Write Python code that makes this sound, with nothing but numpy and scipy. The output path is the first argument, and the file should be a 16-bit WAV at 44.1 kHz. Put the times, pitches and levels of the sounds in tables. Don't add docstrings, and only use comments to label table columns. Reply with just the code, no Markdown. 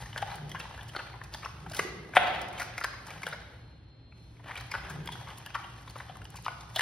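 import sys
import numpy as np
from scipy import signal
from scipy.fft import rfft, irfft, next_fast_len
from scipy.io import wavfile
from scipy.ndimage import uniform_filter1d, map_coordinates

SR = 44100
rng = np.random.default_rng(int(sys.argv[2]) if len(sys.argv) > 2 else 0)


def file_out(sig):
    cols = np.atleast_2d(sig).T
    lim = np.clip(cols, -1, 1)
    pcm = np.round(lim * 32767).astype(np.int16)
    wavfile.write(sys.argv[1], SR, pcm)


def boost_factor(decibels):
    exponent = np.asarray(decibels, float) / 20
    return 10 ** exponent


N = 300321


def unit(x):
    return x / np.sqrt(np.mean(x ** 2) + 1e-20)


def along(points, hz):
    f, v = np.transpose(points)
    return np.interp(np.log(hz + 1), np.log(f + 1), v)


def curves(rows):
    s, *cols = np.transpose(rows)
    return [np.interp(np.arange(N) / SR, s, c) for c in cols]


def wobble(rate):
    return map_coordinates(rng.standard_normal(4000), [np.arange(N) * rate / SR])


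def swells(rows, rise):
    t = np.arange(0, N + 64, 64) / SR
    power = 0
    for s, db, fall in rows:
        slope = np.maximum((t - s) / abs(fall), (s - t) / abs(rise))
        power = power + boost_factor(db - 20 * slope) ** 2
    return np.interp(np.arange(N) / SR, t, np.sqrt(power))


def filtered(x, response):
    n = x.shape[-1]
    m = next_fast_len(n + 4096)
    return irfft(rfft(x, m) * response(np.fft.rfftfreq(m, 1 / SR)), m)[..., :n]


def modes(table):
    def response(f):
        total = 0
        for k, (c, w, db) in enumerate(table):
            total = total + (-1) ** k * boost_factor(db) * 1j * f * w / (c * c - f * f + 1j * f * w)
        return total
    return response


def spiky(size, spread_db):
    return unit(rng.standard_normal(size) * boost_factor(spread_db * rng.standard_normal(size)))


# f/Hz, likeness/0-1
ALIKE = [(60, .995), (150, .985), (300, .85), (600, .4), (1400, .5), (3000, .1), (5000, .2), (7000, .7)]


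def diffuse(pair):
    turn = lambda hz: np.arccos(np.clip(along(ALIKE, hz), -1, 1)) / 2
    mid, side = filtered(pair, lambda hz: np.array([np.cos(turn(hz)), np.sin(turn(hz))]))
    return np.array([mid + side, mid - side])


# t/s, level/dB
LAMP = [
    (0, -78),
    (1.5, -78),
    (3.4, -76),
    (3.65, -68),
    (3.75, -69.5),
    (3.97, -70),
    (4.04, -66.5),
    (4.22, -66),
    (4.38, -74),
    (6.81, -75),
]


def lamp():
    flicker = boost_factor(curves(LAMP)[0] + 2.4 * wobble(12))
    return flicker * np.sin(2 * np.pi * np.cumsum(4182 + 1.5 * wobble(14)) / SR)


# t/s, level/dB
AIR = [
    (0.0, -41.5),
    (0.19, -47.5),
    (0.45, -48),
    (1.63, -49),
    (4.04, -53),
    (4.82, -47),
    (5.46, -49.5),
    (6.81, -49.5),
]
# t/s, level/dB
HUSH_DB = [
    (0, -54.5),
    (3.9, -55.5),
    (4.03, -55.5),
    (4.13, -57),
    (4.18, -54),
    (6.81, -55.5),
]
# t/s, level/dB, time to fall 20 dB/s
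BOOMS = [
    (0.45, -44.5, 0.3),
    (1.66, -49, 1),
    (3.16, -52.5, 0.46),
    (4.99, -42.5, 0.39),
    (6.2, -54.5, 0.5),
]
# f/Hz, width/Hz, level/dB
DRONE_MODES = [(61.5, 12.7, -0.5), (91, 13, -3.5), (116, 20.4, 0.5)]
# f/Hz, width/Hz, level/dB
BOOM_MODES = [(148.5, 11.4, -0.5), (176.6, 34, -5.5), (390, 170, -15.5)]
# f/Hz, level per Hz/dB
HUSH = [(25, -20), (60, 4), (100, 2.5), (200, -12), (300, -8), (450, -19), (600, -18.5), (1500, -27.5),
        (3600, -25.5), (6000, -43.5), (9000, -56.5), (16000, -67.5)]


def ventilation():
    def room_noise(table):
        return unit(filtered(rng.standard_normal((2, N)), lambda hz: modes(table)(hz) ** 1.336))

    drone = boost_factor(curves(AIR)[0] - 1.5) * room_noise(DRONE_MODES)
    thumps = swells(BOOMS, 0.19) + boost_factor(-64.5)
    boom = boost_factor(-0.5) * thumps * room_noise(BOOM_MODES)
    rush = unit(filtered(rng.standard_normal((2, N)), lambda hz: boost_factor(along(HUSH, hz))))
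    return diffuse(drone + boom + boost_factor(curves(HUSH_DB)[0]) * rush)


# f/Hz, time to fall 60 dB/s
DEN = [(150, 3.6), (500, 1.25), (1400, 1), (3700, 0.95), (6000, 0.57), (10000, 0.18), (16000, 0.41)]
# f/Hz, level/dB
WET = [(150, 2), (500, -5), (750, -5), (1100, -6.5), (2000, -6), (4000, -2), (9000, -4.5)]


def den(groups):
    hz, t, z = signal.stft(rng.standard_normal((len(groups), 2, 2 * SR)), SR, nperseg=256)
    t60 = np.maximum(along(DEN, hz), .1)[:, None]
    fade = boost_factor(along(WET, hz)[:, None] - 60 * t / t60)
    build = 1 - np.exp(-t / 0.0091)
    even = np.sqrt(t60 * SR / np.log(1e6))
    tail = signal.istft(z * fade * build / even, SR)[1]
    late = np.pad(groups, ((0, 0), (260, 0)))[:, None]
    return diffuse(signal.fftconvolve(late, tail, axes=2)[..., :N].sum(0))


# t/s, level/dB, dull part beside bright part/dB
TICKS = [(0.1775, -45, 9), (0.3561, -42, -16), (0.4943, -54, -5), (0.5945, -45.5, -6), (0.832, -46, -1),
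         (0.8804, -57, -1), (0.9423, -55, 0), (0.9612, -50, 0), (1.2386, -51, -9), (1.3284, -60, -1),
         (1.3473, -49.5, 12), (1.698, -52, 6), (1.718, -47, 4), (1.735, -45, -3), (1.7469, -35, -5),
         (2.159, -32, -17), (2.167, -32, -17), (2.4159, -42, 4), (2.4853, -48, -10), (2.5287, -48, -13),
         (2.5995, -37.5, -6), (2.7791, -49, -18), (2.805, -44, 1), (2.8439, -32.5, 1), (3.1313, -52, -8),
         (3.2196, -60, -7), (3.2196, -51, -17), (3.2879, -39, -14), (4.4807, -57, -14.5), (4.556, -47, -2),
         (4.6094, -43, -7), (4.6683, -51, -14), (4.7147, -43, -2), (4.8983, -45, 1.5), (5.0594, -40, -22),
         (5.2854, -50.5, 4), (5.3837, -56, -13), (5.3837, -40.5, -23), (5.4625, -39, -19),
         (5.5458, -55, -2), (5.8192, -56, -9), (5.8631, -59, -0.5), (5.8985, -51, 1), (5.9828, -46, -14),
         (6.1699, -49, -10), (6.2447, -49, -13), (6.3036, -43.5, -18.5), (6.3579, -42, -13),
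         (6.4243, -48, -7), (6.4467, -44.5, 4), (6.6079, -60, -4), (6.7491, -49, -9), (6.7605, -31.5, 3),
         (6.794, -30.5, -13)]
# f/Hz, level per Hz/dB
BRIGHT = [(5000, -31), (7000, -3), (10500, 1), (13000, -6), (16000, -17)]
DULL = [(1200, -24.5), (2500, -5), (5000, -0.5), (7000, -7), (9000, -30.5)]


def ticks():
    t = np.arange(SR // 100) / SR
    decay = np.exp(-t / .0012)
    bright, dull = np.zeros((2, N + SR))
    for s, db, dull_db in TICKS:
        start = round(s * SR)
        bright[start:][:len(t)] += boost_factor(db + 1) * decay
        dull[start:][:len(t)] += boost_factor(db + 1 + dull_db) * decay
    noise = rng.standard_normal((3, N))
    pair = noise[0] + 0.79 * noise[1:]
    colour = lambda points: unit(filtered(pair, lambda hz: boost_factor(along(points, hz))))
    return bright[:N] * colour(BRIGHT) + dull[:N] * colour(DULL)


# t/s, level/dB, first f/Hz, last f/Hz
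POPS = [
    (2.1595, -14, 2180, 1490),
    (2.1675, 1, 2530, 709),
]


def pops():
    out, t = np.zeros(N + SR), np.arange(SR // 20) / SR
    plunge_s, rise_s, t60_s = 0.0013, .0006, .018
    for s, db, first_hz, last_hz in POPS:
        pitch = last_hz + (first_hz - last_hz) * np.exp(-(t / plunge_s) ** 2)
        turns = np.cumsum(pitch) / SR
        loudness = boost_factor(db - 60 * t / t60_s) * (1 - np.exp(-t / rise_s))
        out[round(s * SR):][:len(t)] += loudness * np.sin(2 * np.pi * turns)
    return out[:N]


# t/s, level/dB, f/Hz, time to fall 60 dB/s
KNOCKS = [(0.963, -35, 373, 0.032), (1.793, -19.5, 440, 0.019), (1.849, -30.5, 372, 0.068),
          (1.925, -50, 390, 0.05), (1.958, -43, 380, 0.054), (2.169, -31.5, 187, 0.028),
          (2.17, -25.5, 390, 0.019), (0.226, -27.5, 820, 0.062), (5.155, -40, 832, 0.04),
          (6.096, -42, 747, 0.054), (2.173, -17, 744, 0.076), (2.1701, -16, 579, 0.033),
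          (3.233, -43, 422, 0.031), (3.267, -35, 500, 0.032), (3.335, -39.5, 608, 0.047),
          (5.958, -39, 560, 0.026)]


def knocks():
    out, t = np.zeros(N + SR), np.arange(SR // 2) / SR
    flutter = 1 + .5 * np.sin(2 * np.pi * 45 * t)
    rise = 1 - np.exp(-t / 0.00033)
    for s, db, hz, t60 in KNOCKS:
        ring = np.sin(2 * np.pi * hz * t * (1 - 0.89 * t))
        out[round(s * SR):][:len(t)] += boost_factor(db - 60 * t / t60) * flutter * rise * ring
    return out[:N]


# t/s, crunch
# level/dB, wet fizz level/dB, time to fall 20 dB/s
CHEWS = [(0.0, -38.5, -49, 0.19), (0.328, -35, -51, 0.1), (0.61, -44.5, -61, 0.95),
         (0.99, -39.5, -54.5, 0.18), (1.35, -59, -58, 0.6), (1.45, -43, -65, 0), (1.787, -33, -41, 0.14),
         (2.241, -30, -63, 0.58), (2.62, -39.5, -45.5, -0.01), (2.83, -67, -57, 0.64),
         (3.087, -41.5, -58.5, 0.18), (3.28, -44, -59.5, 0.41), (4.189, -71.5, -71, 1.5),
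         (4.502, -39, -60, 0.2), (4.599, -44, -63, 0.2), (4.738, -40.5, -60, -0.3), (4.89, -42, -61, 0.26),
         (5.13, -51.5, -57, 0.5), (5.29, -39.5, -58, 0.2), (5.6, -50, -59, 0.5), (5.98, -44, -55.5, 0.15),
         (6.31, -67, -69, 4), (6.45, -55, -60, 0.8), (6.771, -45.5, -49, 10)]
# t/s, level/dB
WORK = [
    (0, -47),
    (1.3, -57),
    (2.1, -54),
    (3.3, -51),
    (3.7, -82),
    (4.05, -76.5),
    (4.4, -75),
    (4.55, -49.5),
    (6.81, -58),
]
# f/Hz, width/Hz, level/dB
SHOOT = [(560, 138, -5), (820, 130, 6), (1230, 420, -8), (1460, 18, 3.5), (1680, 430, -4.5),
         (2028, 60, 3.5), (2330, 305, -10), (3150, 140, -1), (4300, 1100, -20)]
# f/Hz, level per Hz/dB
BODY = [(150, -39.5), (400, -2), (800, -3), (2200, -7), (3500, -3), (5000, -31.5), (8000, -41.5)]
# f/Hz, level per Hz/dB
FIZZ = [(2500, -26.5), (4000, -1.5), (5600, -1.5), (7500, -3.5), (10000, -8), (13000, -11), (15500, -16.5),
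        (17000, -65)]


def grinding():
    work = boost_factor(curves(WORK)[0])
    closing_s = 0.073
    pressing = np.hypot(work, swells([(s, db, fall) for s, db, _, fall in CHEWS], closing_s))
    juice = np.hypot(work * boost_factor(-11), swells([(s, db, fall) for s, _, db, fall in CHEWS], closing_s))
    clumps = 2.17 * wobble(8.1) + 1.84 * wobble(40) + 3.7 * wobble(200)
    crunch = filtered(boost_factor(clumps) * spiky(N, 2.6),
                      lambda hz: modes(SHOOT)(hz) + boost_factor(along(BODY, hz) - 6.5))
    fizz_clumps = boost_factor(0.5 * clumps + 0.64 * wobble(90))
    fizz = filtered(fizz_clumps * spiky(N, 3.2), lambda hz: boost_factor(along(FIZZ, hz)))
    return boost_factor(-6.0) * pressing * unit(crunch) + boost_factor(-2.5) * juice * unit(fizz)


# t/s, level/dB, mouth f/Hz, second mouth f/Hz, length/ms
CRACKS = [(0.1608, -27, 1600, 590, 1.1), (0.2245, -21, 813, 880, 3.8), (0.5466, -29.5, 1040, 1600, 5.3),
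          (0.9498, -28, 1470, 600, 1.8), (0.9631, -23, 1460, 4300, 3.3), (1.4583, -26.5, 1170, 1480, 2.9),
          (2.1358, -32, 1590, 2330, 3.5), (2.1605, -17.5, 1610, 3470, 2.4), (2.1678, -10, 2104, 3480, 6.5),
          (2.172, -14, 1500, 2200, 1.5), (2.8116, -27, 1410, 2180, 4.1), (3.325, -29, 1480, 2210, 11),
          (4.7382, -23.5, 1530, 930, 8.1), (4.7497, -25.5, 1520, 920, 5.8), (5.089, -27.5, 910, 2220, 2.1),
          (5.5484, -22, 1230, 1900, 8.6), (6.4633, -22.5, 1220, 930, 2.7), (6.4814, -21, 1085, 1440, 1.1)]
# t/s, level/dB, mouth f/Hz, second mouth f/Hz, length/ms
BITES = [(0.2187, -32.5, 1630, 3320, 3.7), (1.791, -17.5, 2130, 1590, 4.8), (1.794, -21.5, 1180, 2600, 4.3),
         (2.151, -27, 820, 2420, 6.3), (2.597, -26.5, 1930, 645, 9.8), (2.6094, -29.5, 1390, 2160, 4.7),
         (2.6173, -25, 1350, 2280, 4.9), (2.779, -23.5, 2220, 1360, 4.4), (2.8424, -20.5, 1570, 1010, 4.5),
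         (3.2316, -28, 2160, 1110, 5.3), (3.2667, -24.5, 1460, 3060, 2.7), (2.8386, -29.5, 4800, 3070, 2.3),
         (4.7153, -27, 2150, 5050, 4.4), (5.074, -29, 3170, 2040, 2.3), (6.452, -38.5, 2850, 3860, 6.5),
         (6.7596, -21, 3400, 696, 6.2), (6.793, -14, 1810, 1010, 1.65), (6.807, -15.5, 1740, 3200, 8.5)]
# t/s, level/dB, mouth f/Hz, length/ms
DRY = [(0.1285, -36, 3030, 3.5), (0.1681, -31.5, 1680, 15), (0.3153, -34.5, 820, 13), (0.3357, -38, 820, 8),
       (0.5517, -32.5, 1584, 11), (0.6515, -36, 920, 6.2), (0.7099, -40.5, 900, 1.9),
       (0.7892, -37, 1700, 4.6), (0.9901, -29.5, 1460, 6.2), (1.0014, -35, 900, 2.5),
       (1.1349, -38.5, 980, 19), (1.2148, -32, 1740, 1.6), (1.4305, -32, 1170, 2.5),
       (1.4405, -43, 970, 0.95), (1.6608, -35, 800, 7.8), (2.9368, -39, 1090, 4.3),
       (3.3344, -35.5, 1720, 6), (4.1232, -46.5, 2390, 2.4), (4.3945, -48.5, 986, 7.4),
       (4.4935, -35, 950, 4), (4.508, -32.5, 1930, 6.1), (4.5545, -32.5, 2330, 3.9),
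       (4.862, -38, 1660, 9.9), (5.1544, -32.5, 820, 2.2), (5.27, -38.5, 1150, 20), (5.5908, -38, 1230, 11),
       (5.6392, -37.5, 3060, 8.7), (5.9566, -35.5, 1230, 1.9), (6.0017, -33, 1680, 3),
       (6.0953, -38.5, 720, 6.3)]
# t/s, level/dB, mouth f/Hz, length/ms
DAMP = [(0.058, -38.5, 1840, 2.7), (0.177, -29.5, 3300, 6.3), (0.5155, -32.5, 3200, 2.9),
        (0.5975, -31.5, 2690, 7.9), (0.89, -43, 3100, 9.4), (1.339, -32, 4600, 0.43),
        (1.344, -35, 1770, 6.1), (1.7193, -36.5, 4900, 2.4), (1.733, -35.5, 1550, 14),
        (2.5293, -43, 2300, 8.1), (2.5818, -35, 2305, 7.4), (3.104, -35, 2330, 3.9),
        (3.219, -39, 1575, 2.1), (4.574, -33.5, 2300, 6.8), (4.599, -42, 4300, 3.9),
        (4.609, -37.5, 1870, 3.1), (4.8979, -35.5, 1620, 17), (5.057, -42, 1570, 3.6),
        (5.1187, -36, 3310, 14), (5.2852, -46, 1490, 6.2), (5.4612, -33.5, 2950, 2),
        (5.503, -43, 2590, 1.2), (5.303, -38.5, 3100, 1.1), (5.8985, -43, 4470, 1.4),
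        (5.9635, -46.5, 1190, 3.6), (6.2534, -38, 2970, 0.98)]
# t/s, level/dB, mouth f/Hz
SQUIRTS = [(0.356, -47.5, 860), (0.494, -47, 3150), (0.8836, -49.5, 4450), (1.2368, -48, 2540),
           (1.6975, -48.5, 1490), (1.7475, -39, 3000), (1.7656, -33.5, 3530), (1.777, -44, 3360),
           (2.416, -46, 2090), (2.4842, -51, 1990), (2.6274, -41, 1390), (2.805, -51, 2340),
           (3.0673, -44.5, 1640), (3.079, -53, 954), (3.289, -55.5, 3060), (5.374, -49, 3130),
           (5.3836, -56, 3100), (5.9056, -50.5, 5300), (6.3037, -63, 1030), (6.359, -47, 3030),
           (6.368, -45.5, 4540), (6.6072, -46, 3600)]
# t/s, level/dB, mouth f/Hz
PRESSES = [(0.777, -32.5, 1610), (0.833, -39, 900), (2.092, -36, 680), (4.471, -51.5, 1720),
           (4.483, -33, 2340), (5.211, -31, 830), (5.504, -39, 1460), (5.876, -33, 1060),
           (6.014, -49.5, 1280), (6.155, -34.5, 1110), (6.169, -35.5, 1000), (6.217, -31.5, 1450),
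           (6.246, -50, 3120), (6.342, -34, 830), (6.386, -33, 860), (6.632, -36, 765)]
# t/s, level/dB, f/Hz, length/ms
SPLINTERS = [(0.003, -39, 840, 2.6), (0.023, -41, 1740, 7.2), (0.314, -40.5, 4000, 3),
             (2.1593, -38, 8700, 2.2), (0.381, -40, 1540, 4), (0.61, -37.5, 3445, 2.7),
             (0.809, -40, 3140, 4.2), (0.962, -34.5, 3250, 4), (1.13, -44, 2030, 2.7),
             (1.345, -34.5, 3380, 2.2), (1.347, -35, 870, 6), (1.448, -34.5, 2570, 3.3),
             (1.449, -39.5, 5370, 3.1), (1.713, -33.5, 613, 3.8), (1.887, -45, 2050, 4.1),
             (2.416, -41.5, 4770, 4.1), (2.577, -37.5, 3080, 2.6), (2.823, -44, 4600, 8),
             (2.84, -31, 2090, 1.9), (3.081, -40, 860, 3.2), (3.266, -36, 3300, 1.4),
             (3.276, -27, 1503, 2.1), (3.315, -42, 3440, 2.1), (3.328, -40, 3790, 4.4),
             (3.33, -43, 5000, 4), (4.367, -52.5, 2180, 4), (4.405, -48.5, 745, 3.4),
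             (4.512, -36, 1900, 1.6), (4.566, -32, 2990, 2.1), (4.575, -39, 3800, 1.6),
             (4.735, -41, 3250, 3.3), (5.467, -39, 1700, 3.4), (5.545, -31, 2930, 1.7),
             (5.555, -46, 4970, 3.5), (5.643, -37.5, 850, 2.3), (5.878, -43.5, 3550, 4.8),
             (5.962, -34.5, 980, 3.2), (5.987, -45, 3830, 1.7), (6.092, -45, 3110, 2.2),
             (6.353, -39, 1060, 3.9), (6.371, -44, 2400, 3.8), (6.459, -38, 4820, 3.4),
             (2.167, -32, 9400, 2.5), (6.772, -31, 1590, 1.2), (6.779, -41, 4730, 3)]


def breaks_list():
    second = lambda hz: hz * (1.9 if hz < 1600 else .58)
    return ([(s, db, hz, two, -27, ms) for s, db, hz, two, ms in CRACKS]
            + [(s, db, hz, two, -15, ms) for s, db, hz, two, ms in BITES]
            + [(s, db, hz, second(hz), -32, ms) for s, db, hz, ms in DRY]
            + [(s, db, hz, second(hz), -13, ms) for s, db, hz, ms in DAMP]
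            + [(s, db, hz, second(hz), -2.5, 5.5) for s, db, hz in SQUIRTS]
            + [(s, db - 8, hz, second(hz), -16.5, 2.5) for s, db, hz in PRESSES]
            + [(s, db, hz, hz * 1.122, -24, ms) for s, db, hz, ms in SPLINTERS])


def tearing(t, ms):
    after = np.maximum(t, 0)
    strain = 0.065 * np.exp(np.minimum(t, 0) / 0.0088) * np.exp(-after / 0.016)
    rise = 1 - np.exp(-after / (0.0004 + 0.000092 * abs(ms)))
    fall = np.exp(-(after / (0.00086 * max(ms, .5))) ** 0.92)
    return rise * fall + strain


def mouth_ring(breaks, hz, wide):
    width_hz = (100 + .095 * hz) * (1 + min(wide, 1))
    cavity = modes([(hz, width_hz, 0)])
    return filtered(breaks, lambda f: cavity(f) ** 1.48 / (1 + 1j * f / (1.98 * hz)) ** 2)


def snaps(groups):
    lead = 700
    out, t = np.zeros((groups, N + SR)), np.arange(-lead, 2400) / SR
    top = lambda x: x / np.sqrt(2 * uniform_filter1d(x ** 2, 110).max() + 1e-20)
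    for k, (s, db, low_hz, second_hz, spit_db, ms) in enumerate(breaks_list()):
        wide = boost_factor(db + 10.5)
        tear = tearing(t, ms)
        blow = 3.8 / max(ms, .5) * (abs(t - 0.0003) < 1.5 / SR)
        breaks = tear * spiky(len(t), 6.05) + blow
        ring = top(mouth_ring(breaks, low_hz, wide)) - boost_factor(-7.5) * top(mouth_ring(breaks, second_hz, wide))

        wood = modes([(hz, 1.6 * w, level + 5 * rng.standard_normal()) for hz, w, level in SHOOT])
        body = lambda hz: (wood(hz) + boost_factor(along(BODY, hz) - 7.5)) / (1 + 1j * hz / 5000) ** 2
        thud = top(filtered(tear * spiky(len(t), 7.5), body))

        tilt_db = 1.5 * rng.standard_normal()
        spray = lambda hz: boost_factor(along(FIZZ, hz) + tilt_db * np.log2(hz / 6000 + .1))
        spit = top(filtered(tear * spiky(len(t), 2.3), spray)) / (1 + 0.64 * wide)

        burst = ring + boost_factor(-7.0) * thud + boost_factor(spit_db + 7.0) * spit
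        out[k % groups, round(s * SR):][:len(t)] += boost_factor(db - 3.0) * burst
    return out[:, lead:lead + N]


# f/Hz, left minus right level/dB
TILT = [(200, 5.5), (400, -5.5), (750, 5.5), (1300, 3.5), (2400, 0.5), (16000, -0.1)]


def scene():
    background = ventilation() + lamp()
    mouth = snaps(groups=3)
    mouth[0] += grinding() + knocks() + pops()
    lips = lambda hz: (1j * hz / (128.3 + 1j * hz)) ** 2
    sides = np.array([[.5], [-.5]])
    near = filtered(mouth.sum(0), lambda hz: lips(hz) * boost_factor(along(TILT, hz) * sides))
    return near + den(mouth) + background + ticks()


# f/Hz, level/dB
QUIET = [(4200, -92), (5400, -92.5), (6500, -92), (9000, -104), (12400, -100), (12800, -80), (14400, -80),
         (14800, -84), (15400, -80), (15700, -70), (15900, 0)]


def thin_treble(x):
    under_db, jump_db, ragged_db, weak_db = 5, 7, 2.5, -1
    hz, t, z = signal.stft([x[0] + x[1], x[0] - x[1]], SR, nperseg=1024)
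    edges = np.arange(0, len(hz), 8)
    energy = abs(z) ** 2
    power = uniform_filter1d(np.add.reduceat(energy, edges, 1), 3, 2)
    level = 10 * np.log10(abs(power) + 1e-20)
    treble = 10 * np.log10(energy[:, hz > 4500].sum((0, 1)) + 1e-20)
    sudden = (treble - np.roll(treble, 2) > jump_db) & (hz < 16500)[:, None]
    ragged = ragged_db * unit(uniform_filter1d(rng.standard_normal(level.shape), size=9, axis=2))
    nearby = np.exp(uniform_filter1d(np.log(energy + 1e-20), 9, 1))
    strong = (energy > nearby * boost_factor(weak_db) ** 2) | (hz < 1800)[:, None]
    heard = level + ragged > along(QUIET, hz[edges])[:, None]
    kept = ((level > level[::-1] - under_db) & heard).repeat(8, 1)[:, :len(hz)]
    kept = kept | sudden | (hz < 4300)[:, None]
    mid, side = signal.istft(z * strong * kept, SR)[1][:, :N]
    return np.array([mid + side, mid - side]) / 2


def low_pass(x):
    return signal.sosfilt(signal.butter(12, 16800, fs=SR, output="sos"), x)


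# f/Hz, left leads by/half cycles
LEAD = [(0, 0), (3800, .1), (5500, .45), (6700, .72), (8250, 1.27), (9700, 1.73), (11650, 2.25),
        (12550, 2.72), (14500, 3.27), (16000, 4.1)]


def record(dry):
    f, turns = np.transpose(LEAD)
    sides = np.array([[1], [-1]])
    x = filtered(dry, lambda hz: np.exp(.5j * np.pi * np.interp(hz, f, turns) * sides))
    x = filtered(x, lambda hz: 1 / (1 + (36 / (hz + 1)) ** 6))
    since = np.arange(N) / SR - 2.158
    x = x * boost_factor(-0.5 * (since > 0) * np.exp(-abs(since) / 0.06))
    x = x / (1 + (x / 1.3) ** 4) ** .25
    mix = thin_treble(x)
    return low_pass(mix)


dry = scene()
out = record(dry)
file_out(out)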